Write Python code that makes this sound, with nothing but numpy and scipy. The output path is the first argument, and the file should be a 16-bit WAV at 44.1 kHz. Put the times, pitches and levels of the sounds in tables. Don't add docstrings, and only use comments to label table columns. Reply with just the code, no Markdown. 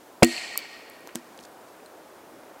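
import sys
import numpy as np
from scipy import signal
from scipy.fft import rfft, irfft
from scipy.io import wavfile

SR = 44100
rng = np.random.default_rng(int(sys.argv[2]) if len(sys.argv) > 2 else 0)


def ratio(d):
    e = np.asarray(d, float) / 20
    return 10 ** e


def dump_mix(stems):
    frames = np.atleast_2d(stems).T
    limited = np.clip(frames, -1, 1)
    pcm = np.round(limited * 32767).astype(np.int16)
    wavfile.write(sys.argv[1], SR, pcm)


N = 114660
BLOW_S = 0.232


def rms_one(x):
    return x / np.sqrt(np.mean(x ** 2) + 1e-20)


def drift(rate_hz):
    r = np.exp(-80 * np.pi * rate_hz / SR)
    slow = signal.lfilter([1], [1, -2 * r, r * r], rng.standard_normal(N // 40 + 2002))[2000:]
    return np.interp(np.arange(N) / 40, np.arange(len(slow)), rms_one(slow))


def ring(x, hz, t60):
    r = ratio(-60 / (t60 * SR))
    w = 2 * np.pi * hz / SR
    return signal.lfilter([0, np.sin(w)], [1, -2 * r * np.cos(w), r * r], x + 1e-18)


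def random_clicks(per_s, spread_db, largest):
    happens = rng.random(N) < per_s / SR
    strength = ratio(spread_db * np.minimum(rng.exponential(1, N), largest))
    return happens * strength * rng.choice([-1, 1], N)


def coloured(spectrum, patchy_db):
    hz = np.fft.rfftfreq(N, 1 / SR) + 1
    table_hz, table_db = np.transpose(spectrum)
    level_db = np.interp(np.log(hz), np.log(table_hz), table_db)
    inside = (hz > table_hz[0]) & (hz < table_hz[-1])
    shaped = rfft(rng.standard_normal(N)) * ratio(level_db) * inside
    out = 0
    for centre in 32 * 2.0 ** np.arange(10):
        share = np.clip(1 - np.abs(np.log2(hz / centre)), 0, 1)
        out = out + irfft(shaped * share, N) * ratio(patchy_db * drift(8.3))
    return rms_one(out)


# frequency in Hz, level in dB per Hz.
HISS_COLOUR = [(500, 7.5), (4000, 3.5), (8000, 1.5), (13000, 0), (16500, -1)]


def hiss():
    edge = signal.ellip(10, 0.5, 60, 15850, fs=SR, output="sos")
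    return ratio(-58.5) * signal.sosfilt(edge, coloured(HISS_COLOUR, patchy_db=0.15))


# frequency in Hz, level in dB per Hz.
WIND_COLOUR = [(18, -70), (35, -41), (65, -17), (120, -14.5), (200, -7.5), (310, 0.5), (650, 0.5),
               (1500, -9), (4000, -29)]
# time in seconds, level in dB.
WIND_STRENGTH = [(0.0, -52.5), (0.21, -51.5), (0.39, -48), (0.74, -50), (2.48, -49), (2.6, -49.5)]


def wind():
    s, db = np.transpose(WIND_STRENGTH)
    strength = ratio(np.interp(np.arange(N) / SR, s, db))
    return strength * coloured(WIND_COLOUR, patchy_db=1.13)


# frequency in Hz, width in Hz, level in dB, seconds to fade by 60 dB.
TRUNK_RETURN = [(706, 104, -12.5, 1.36), (1170, 640, -20, 1.3), (1875, 35, -9.5, 2.12),
                (2300, 400, -5, 1.89), (2900, 500, -7.5, 1.74), (3600, 340, -17.5, 1.8),
                (4350, 260, -4, 1.38), (5000, 1060, -10, 1.63), (6370, 1900, -13.5, 1.37),
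                (7660, 920, -9.5, 1.13), (9100, 1800, -10, 0.67), (12300, 900, -19, 0.64),
                (14000, 3000, -25, 0.37)]


def forest():
    gather_s = 0.058
    t = np.maximum(np.arange(N) / SR - BLOW_S, 0)
    clump = ratio(0.4 * drift(17))
    out = 0
    for hz, width, db, t60 in TRUNK_RETURN:
        echoes = random_clicks(per_s=9000, spread_db=2.0, largest=np.inf)
        band = rms_one(ring(ring(echoes, hz, 1.4 / width), hz, 1.4 / width))
        out = out + band * ratio(db - 60 * t / t60)
    return ratio(-29.5) * out * clump * (1 - np.exp(-t / gather_s))


# start in seconds, length in seconds, level in dB.
RUB_STROKES = [
    (1.135, .075, -60),
    (1.21, .16, -66),
    (1.370, .012, -60),
    (1.390, .022, -55),
    (1.422, .026, -53),
    (1.445, .015, -58),
    (1.65, .06, -65),
]


def rustle():
    t = np.arange(N) / SR
    stroke = 0
    for s, length, db in RUB_STROKES:
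        stroke = stroke + ratio(db) * np.sin(np.pi * np.clip((t - s) / length, 0, 1))
    grains = random_clicks(per_s=3000, spread_db=2.6, largest=4)
    band = signal.butter(2, [3500, 8500], "band", fs=SR, output="sos")
    return rms_one(signal.sosfilt(band, grains)) * stroke * ratio(5.9 * drift(84))


def breaking_fibres(rows, edge_db, fray_db, fray_s):
    size, edge_s = 4000, 0.003
    out = np.zeros(N + SR)
    t = np.arange(size) / SR
    for s, db, hz, t60 in rows:
        noise = rng.standard_normal(size)
        tone = np.sin(2 * np.pi * hz * t) * ratio(-60 * t / t60) * (1 - np.exp(-t / 0.000067))
        broad = rms_one(ring(ring(noise, hz, 1.07 / hz), hz, 1.07 / hz))
        narrow = rms_one(ring(ring(noise[::-1], hz, 3.3 / hz), hz, 3.3 / hz))
        rough = broad * ratio(edge_db - 60 * t / edge_s) + narrow * ratio(fray_db - 60 * t / fray_s)
        brightened = np.diff(rough, prepend=0) * SR / (2 * np.pi * hz)
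        start = int(s * SR)
        out[start:start + size] += ratio(db) * (tone + brightened)
    return out[:N]


# start in seconds, peak in dB, pitch in Hz, seconds to fade by 60 dB.
SPLINTER_SNAPS = [(.3648, -22, 4300, 0.015), (.3792, -22.5, 2580, 0.021), (.5575, -26.5, 1140, 0.014),
                  (.5760, -6.5, 11970, 0.0043), (.5762, -18, 7200, .004), (.5761, -18, 9000, .004),
                  (.5762, -23, 4460, 0.0099), (.5785, -36, 4800, 0.011), (.5905, -27, 4730, 0.01),
                  (.8990, -37.5, 8200, 0.006), (.8991, -37, 12100, 0.0054), (1.0070, -42, 11000, 0.0036),
                  (1.0737, -30, 6070, 0.0022), (1.0738, -34, 13300, 0.0023), (1.0740, -21.5, 940, 0.0033),
                  (1.0780, -46, 12500, 0.0071), (1.0912, -25, 1840, 0.0019), (1.0948, -38.5, 3000, 0.0055),
                  (1.1510, -27, 5900, 0.0025), (1.1560, -13, 8050, 0.0024), (1.1561, -14.5, 4900, 0.0016),
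                  (1.1562, -11, 1700, 0.0014), (1.1720, -42, 5600, .006), (1.3905, -30, 3200, 0.0039),
                  (1.4260, -44, 5200, 0.0045), (1.4370, -38, 4300, .006), (1.4495, -36, 1580, 0.0077),
                  (1.8020, -41.5, 2530, 0.0073), (1.8605, -44.5, 4170, 0.019), (1.8610, -43, 8460, 0.009)]


def splinters():
    return breaking_fibres(SPLINTER_SNAPS, edge_db=-6.5, fray_db=-33, fray_s=0.09)


# frequency in Hz, level in dB, seconds to fade by 60 dB.
WOOD_MODES = [(81, -25.5, 0.115), (143, -18.5, .04), (243, -14.5, .17), (338.5, -12.5, 0.18),
              (280, -13, 0.0067), (407, -11, 0.028), (472, -17, 0.056), (590, -4, 0.01), (715, -10, 0.035),
              (986, -10.5, 0.034), (1308, -9, 0.013)]


def struck_wood(contacts, low_hz, order):
    size = 400
    pushes = np.zeros(N + SR)
    for s, db, hz, sign in contacts:
        start = int(s * SR)
        t = (np.arange(size) - s * SR % 1) / SR
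        u = np.maximum(t, 0) * 2 * np.pi * hz
        push = u * np.exp(-u) * 2 * np.pi * hz / SR
        pushes[start:start + size] += np.sign(sign) * ratio(db) * push
    modes = sum(ratio(db) * ring(pushes[:N], hz, t60) for hz, db, t60 in WOOD_MODES)
    return signal.sosfilt(signal.butter(order, low_hz, "high", fs=SR, output="sos"), modes)


# start in seconds, peak in dB, hardness as low-pass in Hz, push 1 or pull -1.
LAID_PIECES = [
    (1.1500, -29, 248, 1),
    (1.1538, -16.5, 334, 1),
    (1.390, -36, 500, 1),
    (1.4300, -44, 695, 1),
]


def laid_pieces():
    return struck_wood(LAID_PIECES, low_hz=164, order=5)


# frequency in Hz, level in dB, seconds to fade by 60 dB.
STEEL_MODES = [(1884, -29.5, 0.5), (2185, -52, 0.3), (4300, -33.5, 0.29), (7600, -42, 0.28)]


def steel():
    bite = np.zeros(N)
    bite[int(BLOW_S * SR)] = 1
    return sum(ratio(db) * ring(bite, hz, t60) for hz, db, t60 in STEEL_MODES)


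# start in seconds, peak in dB, pitch in Hz, seconds to fade by 60 dB.
SPLIT_CRACKS = [(.2255, -15, 2330, 0.0045), (.2283, -21, 2440, 0.0036), (.2306, -8, 8440, .005),
                (.2308, -6.5, 3600, 0.0023), (.2315, -3, 2195, 0.0091), (.2325, -12, 4900, 0.016),
                (.2335, -25, 7600, 0.007), (.2345, -19.5, 1480, 0.0048), (.2352, -14.5, 7600, 0.012),
                (.2360, -9.5, 2710, 0.013), (.2395, -33, 4170, 0.015), (.2412, -35, 7050, .005),
                (.2458, -15.5, 7640, 0.0084), (.2460, -10, 2180, 0.0039), (.2680, -30, 7600, 0.0087)]


def cracks():
    return breaking_fibres(SPLIT_CRACKS, edge_db=2, fray_db=-14.5, fray_s=0.042)


# start in seconds, peak in dB, hardness as low-pass in Hz, push 1 or pull -1.
BLOW_CONTACTS = [
    (.2228, -20, 696, 1),
    (.2238, -7, 1210, -1),
    (.2245, -9, 1460, 1),
    (0.2251, -5.5, 1760, -1),
    (.2270, -9, 970, -1),
    (.2280, -2, 1500, 1),
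    (.2300, -2.5, 1950, 1),
    (0.2311, -2, 1980, -1),
    (.2332, -6, 2550, 1),
    (.2385, -28, 900, 1),
]


def blow():
    return struck_wood(BLOW_CONTACTS, low_hz=75.6, order=2)


def scene():
    wood = blow() + laid_pieces()
    thin = cracks() + splinters() + steel() + forest() + rustle()
    thin = signal.sosfilt(signal.butter(3, 250, "high", fs=SR, output="sos"), thin)
    return (wood + thin + wind() + hiss())[None]


def roll_off(x):
    return signal.sosfilt(signal.butter(12, 16400, fs=SR, output="sos"), x)


def record(dry):
    top = 4.8
    x = np.clip(top * np.tanh(dry / top), -1, 1)
    x = signal.sosfilt(signal.cheby2(8, 36, 16800, fs=SR, output="sos"), x)
    return roll_off(x)


dry = scene()
out = record(dry)
dump_mix(out)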